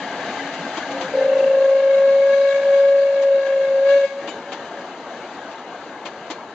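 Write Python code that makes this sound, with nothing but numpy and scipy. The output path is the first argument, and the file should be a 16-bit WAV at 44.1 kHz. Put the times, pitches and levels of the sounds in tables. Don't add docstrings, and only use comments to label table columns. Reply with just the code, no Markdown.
import sys
import numpy as np
from scipy import signal
from scipy.fft import rfft, irfft, next_fast_len
from scipy.io import wavfile
from scipy.ndimage import uniform_filter1d, map_coordinates

SR = 44100
rng = np.random.default_rng(int(sys.argv[2]) if len(sys.argv) > 2 else 0)


def waveform_to_disk(signal):
    frames = np.transpose(np.atleast_2d(signal))
    scaled = np.clip(frames, -1, 1) * 32767
    samples = np.round(scaled).astype(np.int16)
    wavfile.write(sys.argv[1], SR, samples)


def convert_level_to_amplitude(level_db):
    exponent = np.asarray(level_db, float) / 20
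    return 10 ** exponent


N = 288395
OPEN_S, SHUT_S = 1.143, 4.042


def clock():
    return np.arange(N) / SR


def bump(s, half_s):
    return np.exp(-((clock() - s) / half_s) ** 2)


def unit(x):
    return x / np.sqrt(np.mean(x ** 2) + 1e-20)


def along(points, hz):
    f, v = np.transpose(points)
    return np.interp(np.log(hz + 1), np.log(f + 1), v)


def curves(rows):
    s, *cols = np.transpose(rows)
    return [np.interp(clock(), s, c) for c in cols]


def wobble(rate):
    knots = rng.standard_normal(int(N * rate / SR) + 4)
    return map_coordinates(knots, [np.arange(N) * rate / SR])


def turns(hz):
    return 2 * np.pi * np.cumsum(hz) / SR


def filtered(x, response):
    m = next_fast_len(N + 8192)
    return irfft(rfft(x, m) * response(np.fft.rfftfreq(m, 1 / SR)), m)[..., :N]


def patchy(patchy_db, size):
    z = signal.stft(rng.standard_normal((2, N)), nperseg=size)[2]
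    field = uniform_filter1d(rng.standard_normal(z.shape[1:]), size=3, axis=0)
    field = uniform_filter1d(field, size=7, axis=1)
    return signal.istft(z * convert_level_to_amplitude(patchy_db * unit(field)), nperseg=size)[1][:, :N]


def rush(spectrum, patchy_db, size=512):
    return unit(filtered(patchy(patchy_db, size), lambda hz: convert_level_to_amplitude(along(spectrum, hz))))


# t/s, level/dB
DRONE = [(0, -38), (.43, -39), (.57, -52), (.64, -45), (.94, -32.5), (1.17, -35.5), (1.35, -38.5),
         (1.64, -42), (1.85, -42), (2.2, -42)]


def drone():
    hum_db, fade = -44, bump(0, 1.2)
    swells = convert_level_to_amplitude(hum_db) * fade + sum(convert_level_to_amplitude(db - 0.5) * bump(s, 0.077) for s, db in DRONE)
    spin = turns(276 + 2.5 * wobble(12) + 4 * wobble(25))
    hum = swells * convert_level_to_amplitude(0.73 * wobble(5.0)) * np.cos(spin)
    third = convert_level_to_amplitude(hum_db + 4 + 3.5 * wobble(14)) * fade * np.cos(3 * spin)
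    return hum + third


# near level/dB, far level/dB
LAYERS = [
    (-40, -47.5),
    (-36, -36.5),
    (-32, -42),
    (-41.5, -51),
]
# t/s, level/dB
ROLL = [(0, -0.5), (.38, 2), (.54, 0), (.98, 2), (1.3, 0.5), (1.7, -2), (1.93, 1.5), (2.45, -2),
        (2.64, 2.5), (2.9, -1.5), (3.3, 0.5), (3.8, 1.5), (4.1, -0.5), (4.3, 0), (4.9, 0), (5.5, -0.5),
        (6.1, -1), (6.54, -1.5)]
# f/Hz, level/dB per Hz
RUMBLE = [(15, -86.5), (25, -52), (71, -24.5), (113, -21), (141, -10), (227, -3.5), (361, -5.5),
          (399, -16.5), (500, -0.5), (650, -31), (1100, -120)]
# f/Hz, level/dB per Hz
ROAR = [(150, -23.5), (250, -6), (402, -3), (529, -5), (573, 0.5), (624, -5), (671, 1), (804, -2.5),
        (922, -3), (1100, -7.5), (1400, -10), (1820, -36.5), (3080, -120)]
# f/Hz, level/dB per Hz
RING = [(360, -31.5), (620, -1), (726, -1.5), (786, 0), (823, -3.5), (903, 0), (958, -20), (1120, -6.5),
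        (1230, -9), (1410, -11.5), (1590, 0), (1890, -10), (2170, -10.5), (2430, -18.5), (3000, -12),
        (3900, -41), (6600, -120)]
# f/Hz, level/dB per Hz
HISS = [(1180, -33.5), (2000, -6.5), (2560, -8.5), (2940, -12), (3190, -8.5), (4100, -7), (5380, -16),
        (6380, -14.5), (8680, -28), (11300, -79.5), (19100, -120)]


def rolling():
    leave_s = 2.9
    away = clock() ** 2 / (clock() ** 2 + leave_s ** 2)
    rough_db = curves(ROLL)[0]
    rumble_db, roar_db, ring_db, hiss_db = [near + (far - near) * away + rough_db for near, far in LAYERS]
    shake = wobble(9)
    rumble = convert_level_to_amplitude(rumble_db + 1.0 * shake + 0.72 * wobble(4)) * rush(RUMBLE, patchy_db=-2.5)
    roar = convert_level_to_amplitude(roar_db + 0.4 * shake + 0.58 * wobble(30)) * rush(ROAR, patchy_db=2.0, size=1024)
    ring = convert_level_to_amplitude(ring_db + 0.28 * shake + 0.42 * wobble(30)) * rush(RING, patchy_db=2.5, size=1024)
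    hiss = convert_level_to_amplitude(hiss_db + 0.73 * shake + 0.32 * wobble(40)) * rush(HISS, patchy_db=1.4)
    return rumble + roar + ring + hiss + drone() * [[1], [0]]


# t/s, peak level/dB, low knock level/dB, t60/s, top level/dB
JOINTS = [(0.3034, -38.5, -5.5, 0.08, -9.5), (0.5358, -31.5, -3, 0.063, 5.5),
          (0.7708, -23.5, -1, 0.08, 0.5), (0.9082, -28.5, -6, 0.046, -2),
          (1.0102, -22.5, -1.5, 0.095, -1.5), (1.3792, -29.5, -3.5, 0.074, -4), (1.6888, -34, -6, 0.08, 1),
          (1.7903, -40, 1, 0.071, -1), (2.138, -34, -4.5, 0.08, -2), (2.398, -40, -3, 0.088, -1),
          (3.2216, -27.5, 1.5, 0.08, 3.5), (3.464, -28.5, -1, 0.08, 2), (4.2756, -25, -2.5, 0.11, -5.5),
          (4.5208, -23.5, -4, 0.094, -4), (5.5125, -36, -5, 0.08, -2), (5.5804, -38.5, 2, 0.08, -8),
          (6.0551, -24, -3.5, 0.091, -3), (6.3024, -24.5, -2, 0.086, 3.5)]
# f/Hz, level/dB per Hz
CLACK = [(180, -35.5), (300, -0.5), (471, -9.5), (781, -2.5), (1410, -11), (1580, -21), (1820, -12),
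         (3580, -14.5), (7230, -26), (8680, -46), (11300, -83.5), (19100, -120)]


def joints():
    t = np.arange(SR // 4) / SR
    hz = np.fft.rfftfreq(len(t), 1 / SR)
    below = lambda edge_hz: 1 / (1 + (hz / edge_hz) ** 4)
    low, top = below(1800), 1 - below(5200)
    mid = 1 - low - top
    rise = 1 - np.exp(-t / .0015)
    out = np.zeros((2, N + SR))
    for s, db, low_db, t60_s, top_db in JOINTS:
        balance = convert_level_to_amplitude(low_db) * low + mid + convert_level_to_amplitude(top_db) * top
        colour = convert_level_to_amplitude(along(CLACK, hz) + 12.5 + db) * balance
        rattle = irfft(rfft(rng.standard_normal((2, len(t)))) * colour, len(t))
        knock = convert_level_to_amplitude(-60 * np.maximum(t - .017, 0) / t60_s)
        tail = convert_level_to_amplitude(-17.5 - 60 * t / 0.28)
        out[:, round(s * SR) - 100:][:, :len(t)] += rise * (knock + tail) * rattle
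    return out[:, :N]


# t/s, f/Hz, level/dB, t60/s
SQUEAKS = [(.825, 6500, -46, .08), (1.69, 6500, -45, .06), (1.375, 5900, -46, .06), (4.289, 7080, -36, .11),
           (4.29, 2320, -36, .08), (4.29, 4600, -42, .06), (4.299, 3010, -36, .15), (4.275, 2900, -40, .08),
           (4.31, 3600, -43, .2), (4.3, 3850, -46, .3), (4.305, 6680, -45, .16), (4.285, 8750, -48, .1),
           (6.315, 4250, -41, .18), (6.305, 3150, -42, .08), (6.305, 7100, -46, .07),
           (6.058, 3300, -43, .07)]


def squeaks():
    t = np.arange(SR // 4) / SR
    rise = 1 - np.exp(-t / .0015)
    out = np.zeros((2, N + SR))
    for s, ring_hz, db, t60_s in SQUEAKS:
        cycles = ring_hz * t * (1 - .08 * t)
        tone = convert_level_to_amplitude(db - 60 * t / t60_s) * rise * np.sin(2 * np.pi * cycles)
        out[:, round(s * SR):][:, :len(t)] += [[1], [.5]] * tone
    return out[:, :N]


# t/s, level/dB, half width/s
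ECHOES = [(4.085, -35, .015), (4.15, -23.5, 0.04), (4.2, -33, 0.017), (4.256, -29.5, .022),
          (4.35, -41.5, 0.086), (4.5, -39, 0.033), (4.6, -37.5, 0.037), (4.8, -39, 0.052)]


def echoes():
    hz = 562 - 10 * bump(SHUT_S + .07, 0.0725) + 1.42 * wobble(15)
    level = sum(convert_level_to_amplitude(db + 3.5) * bump(s, half) for s, db, half in ECHOES)
    return level * convert_level_to_amplitude(2.4 * wobble(40)) * np.cos(turns(hz))


def leak():
    before = clock() - 1.06
    level_db = -32 + 40 * np.minimum(before, 0) - 350 * np.maximum(before, 0) + 3.3 * wobble(21.88)
    hz = 536 + 63 * np.clip(before, -.3, .1) + 7 * wobble(18)
    start = np.clip((before + 0.28) / 0.052, 0, 1)
    return start * convert_level_to_amplitude(level_db + 3) * np.cos(turns(hz))


# t/s, f/Hz
THROB_HZ = [(0, 27.7), (2.5, 27.7), (2.7, 27.54)]
# multiple of the stroke, level/dB, phase/rad
THROB = [(-3, -14, -1), (-2, -6, 1), (-1, -10, -.6), (1, 0, 1.2), (2, 0, -.2), (3, -12, 1.5)]


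def throb(hz, note_db):
    early = bump(OPEN_S, 0.89)
    calm_db = -1 * bump(3.98, .07) - note_db
    odd_db = -33.5 + 8.5 * early + calm_db
    even_db = -33.5 + 4.5 * early + calm_db
    lower_db = np.minimum(-0.6 * (hz - 542), 5)
    stroke = turns(curves(THROB_HZ)[0])
    swing = 1
    for k, db, lag in THROB:
        side_db = (odd_db if abs(k) == 1 else even_db) + lower_db * (k < 0)
        depth = convert_level_to_amplitude(side_db + (2.2 - 1.2 * early) * wobble(7))
        swing = swing + depth * convert_level_to_amplitude(db) * np.exp(1j * (k * stroke + lag))
    return swing + convert_level_to_amplitude(-27.5) * (wobble(90) + 1j * wobble(90))


# level/dB, growth with pressure, drift/(dB/s), early chatter/dB, share of gusts
OVERTONES = [
    (-35.5, 0.83, -3.5, -2, 0.36),
    (-32, 1.26, 0, 1.5, 0.96),
    (-36.5, 1.1, -1, -2.5, 0.24),
    (-47, .8, 1, 14.5, .3),
]
# t/s, level/dB, half width/s
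GUSTS = [(1.9, 5, 0.027), (2.05, 6.5, 0.077), (2.169, -7, 0.044), (2.3, 4, 0.038), (2.41, -5, 0.045),
         (2.78, -7, 0.023), (2.84, 2, 0.028), (3.55, 5, 0.11)]


def overtones(swing, phase, pressure_db, flicker):
    gust_db = sum(db * bump(s, half) for s, db, half in GUSTS)
    chatter = bump(1.4, .35)
    levels = []
    for db, grows, drift, early_db, share in OVERTONES:
        level_db = db + grows * pressure_db + drift * (clock() - 2.5)
        levels.append(level_db + early_db * chatter + share * gust_db + 0.97 * wobble(9))
    levels += [levels[2] - 16.5, levels[2] - 13]
    bright, scattered = np.zeros(N), np.zeros(N)
    for k, db in enumerate(levels, start=2):
        power = swing ** k / np.sqrt(uniform_filter1d(np.abs(swing) ** (2 * k), size=6000))
        level = convert_level_to_amplitude(db + 1.5 + 1.5 * flicker + 0.49 * k * wobble(60))
        tone = level * power * np.exp(1j * (k * phase + 0.1 * k * wobble(60)))
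        bright += tone.real
        scattered += convert_level_to_amplitude(3) * np.real(tone * np.exp(2.5j * wobble(20)))
    return np.array([bright, scattered])


# f/Hz, width/Hz, level/dB, growth with pressure
BELL = [(1618, 32, -39.5, .5), (2715, 75, -48, 0.38)]


def horn_air(swing, pressure_db, valve_db, flicker):
    air = convert_level_to_amplitude(-39.5 + 0.77 * pressure_db + 1.0 * flicker) * rush(HISS, patchy_db=2.2)
    for bell_hz, width_hz, db, grows in BELL:
        resonance = lambda f: 1j * f * width_hz / (bell_hz ** 2 - f * f + 1j * f * width_hz)
        song = unit(filtered(rng.standard_normal((2, N)), resonance))
        level_db = db + grows * pressure_db + np.maximum(valve_db, -60) + 1.0 * flicker
        air += convert_level_to_amplitude(level_db) * song * np.abs(swing)
    return air


# t/s, f/Hz
PITCH = [(1.145, 536), (1.8, 542.5), (2.37, 552.5), (2.95, 554), (3.3, 550), (3.47, 544.5), (3.8, 543),
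         (3.93, 558), (4.05, 551)]
# t/s, level/dB
BLAST = [(1.145, -18.5), (1.45, -15.5), (1.72, -10.5), (2.07, -8), (2.45, -9.5), (2.83, -7.5), (3.36, -8),
         (3.8, -11.5), (3.93, -6.5)]
# t/s, level/dB
PRESSURE = [(1.2, -22), (1.7, -4.5), (2.1, -2), (2.56, 4.5), (2.85, -2), (3.8, -5.5), (3.91, 3), (4.04, 2),
            (4.2, -14)]
# t/s, level/dB, half width/s
FADES = [(1.14, -7, .012), (1.81, -3.5, 0.026), (2.53, -4, 0.033), (2.62, -7, 0.037), (3.14, -4.5, 0.14),
         (3.44, -7, 0.057), (3.55, -2.5, 0.085), (3.67, -3.5, 0.042), (4.01, -5, .025), (4.045, -2, 0.032)]


def horn():
    t = clock()
    (hz,), (note_db,), (pressure_db,) = curves(PITCH), curves(BLAST), curves(PRESSURE)
    hz = hz - 5.95 * bump(OPEN_S, 0.0799)
    note_db = note_db + sum(db * bump(s, half) for s, db, half in FADES)
    attack_s, release_s = 0.016, 0.027
    before, after = np.maximum(OPEN_S - t, 0), np.maximum(t - SHUT_S, 0)
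    valve_db = -20 * ((before / attack_s) ** 2 + (after / release_s) ** 2)
    pressure_db = pressure_db - 400 * before - 60 * np.maximum(t - PRESSURE[-1][0], 0)
    swing, phase = throb(hz, note_db), turns(hz)
    note = convert_level_to_amplitude(note_db + valve_db + 2.5) * np.real(swing * np.exp(1j * phase))
    flicker = wobble(18)
    rich = overtones(swing, phase, pressure_db, flicker)
    return note * [[1], [0]] + rich + horn_air(swing, pressure_db, valve_db, flicker)


# f/Hz, left-right correlation
ALIKE = [(60, 0.58), (120, 1), (240, 1.0), (490, 1), (1000, 0.99), (2020, 0.87), (4070, 0.27),
         (8230, -0.72)]
# f/Hz, level/dB
LEFT = [(60, .4), (180, 1), (310, 1.2), (530, 1.7), (920, 3), (1600, 6.5), (2760, 7.5), (4760, 8),
        (8230, 10)]
# f/Hz, phase/rad
LEAD = [(60, 0), (550, -.08), (1500, -.1), (2500, .2), (3500, .6), (5500, 1.7), (8000, 2.4)]


def scene():
    direct, scattered = rolling() + joints() + squeaks() + horn()
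    direct = direct + leak() + echoes()
    turn = lambda hz: np.arccos(np.clip(along(ALIKE, hz), -1, 1)) / 2
    side = lambda hz: np.outer([1, -1], np.ones_like(hz))
    port = lambda hz: convert_level_to_amplitude(side(hz) * along(LEFT, hz) / 2) * np.exp(.5j * side(hz) * along(LEAD, hz))
    return (filtered(direct, lambda hz: port(hz) * np.cos(turn(hz)))
            + filtered(scattered, lambda hz: port(hz) * side(hz) * np.sin(turn(hz))))


def gain_control():
    duck_s, fall_s, back_s, rise_s, duck_db = 1.455, .45, 4.114, 0.12, -4.5
    times = [duck_s, duck_s + fall_s, back_s, back_s + rise_s]
    return convert_level_to_amplitude(np.interp(clock(), times, [0, duck_db, duck_db, 0]))


# f/Hz, level/dB
EDGE = [(30, -18), (75, 0), (7900, 0), (7990, 10), (8080, -2.5), (8550, -9.5), (8800, -21.5)]
# f/Hz, width/Hz
NOTCHES = [(5430, 140), (7910, 210), (8100, 180)]


def camera(x):
    nulls = lambda hz: np.prod([np.abs(hz - c) / np.hypot(hz - c, w) for c, w in NOTCHES], axis=0)
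    return filtered(x, lambda hz: convert_level_to_amplitude(along(EDGE, hz)) * nulls(hz) * (hz < 8840))


def roll_off(x):
    return signal.sosfilt(signal.butter(12, 8830, fs=SR, output="sos"), x)


def record(dry):
    mix = camera(gain_control() * dry)
    return roll_off(mix)


dry = scene()
out = record(dry)
waveform_to_disk(out)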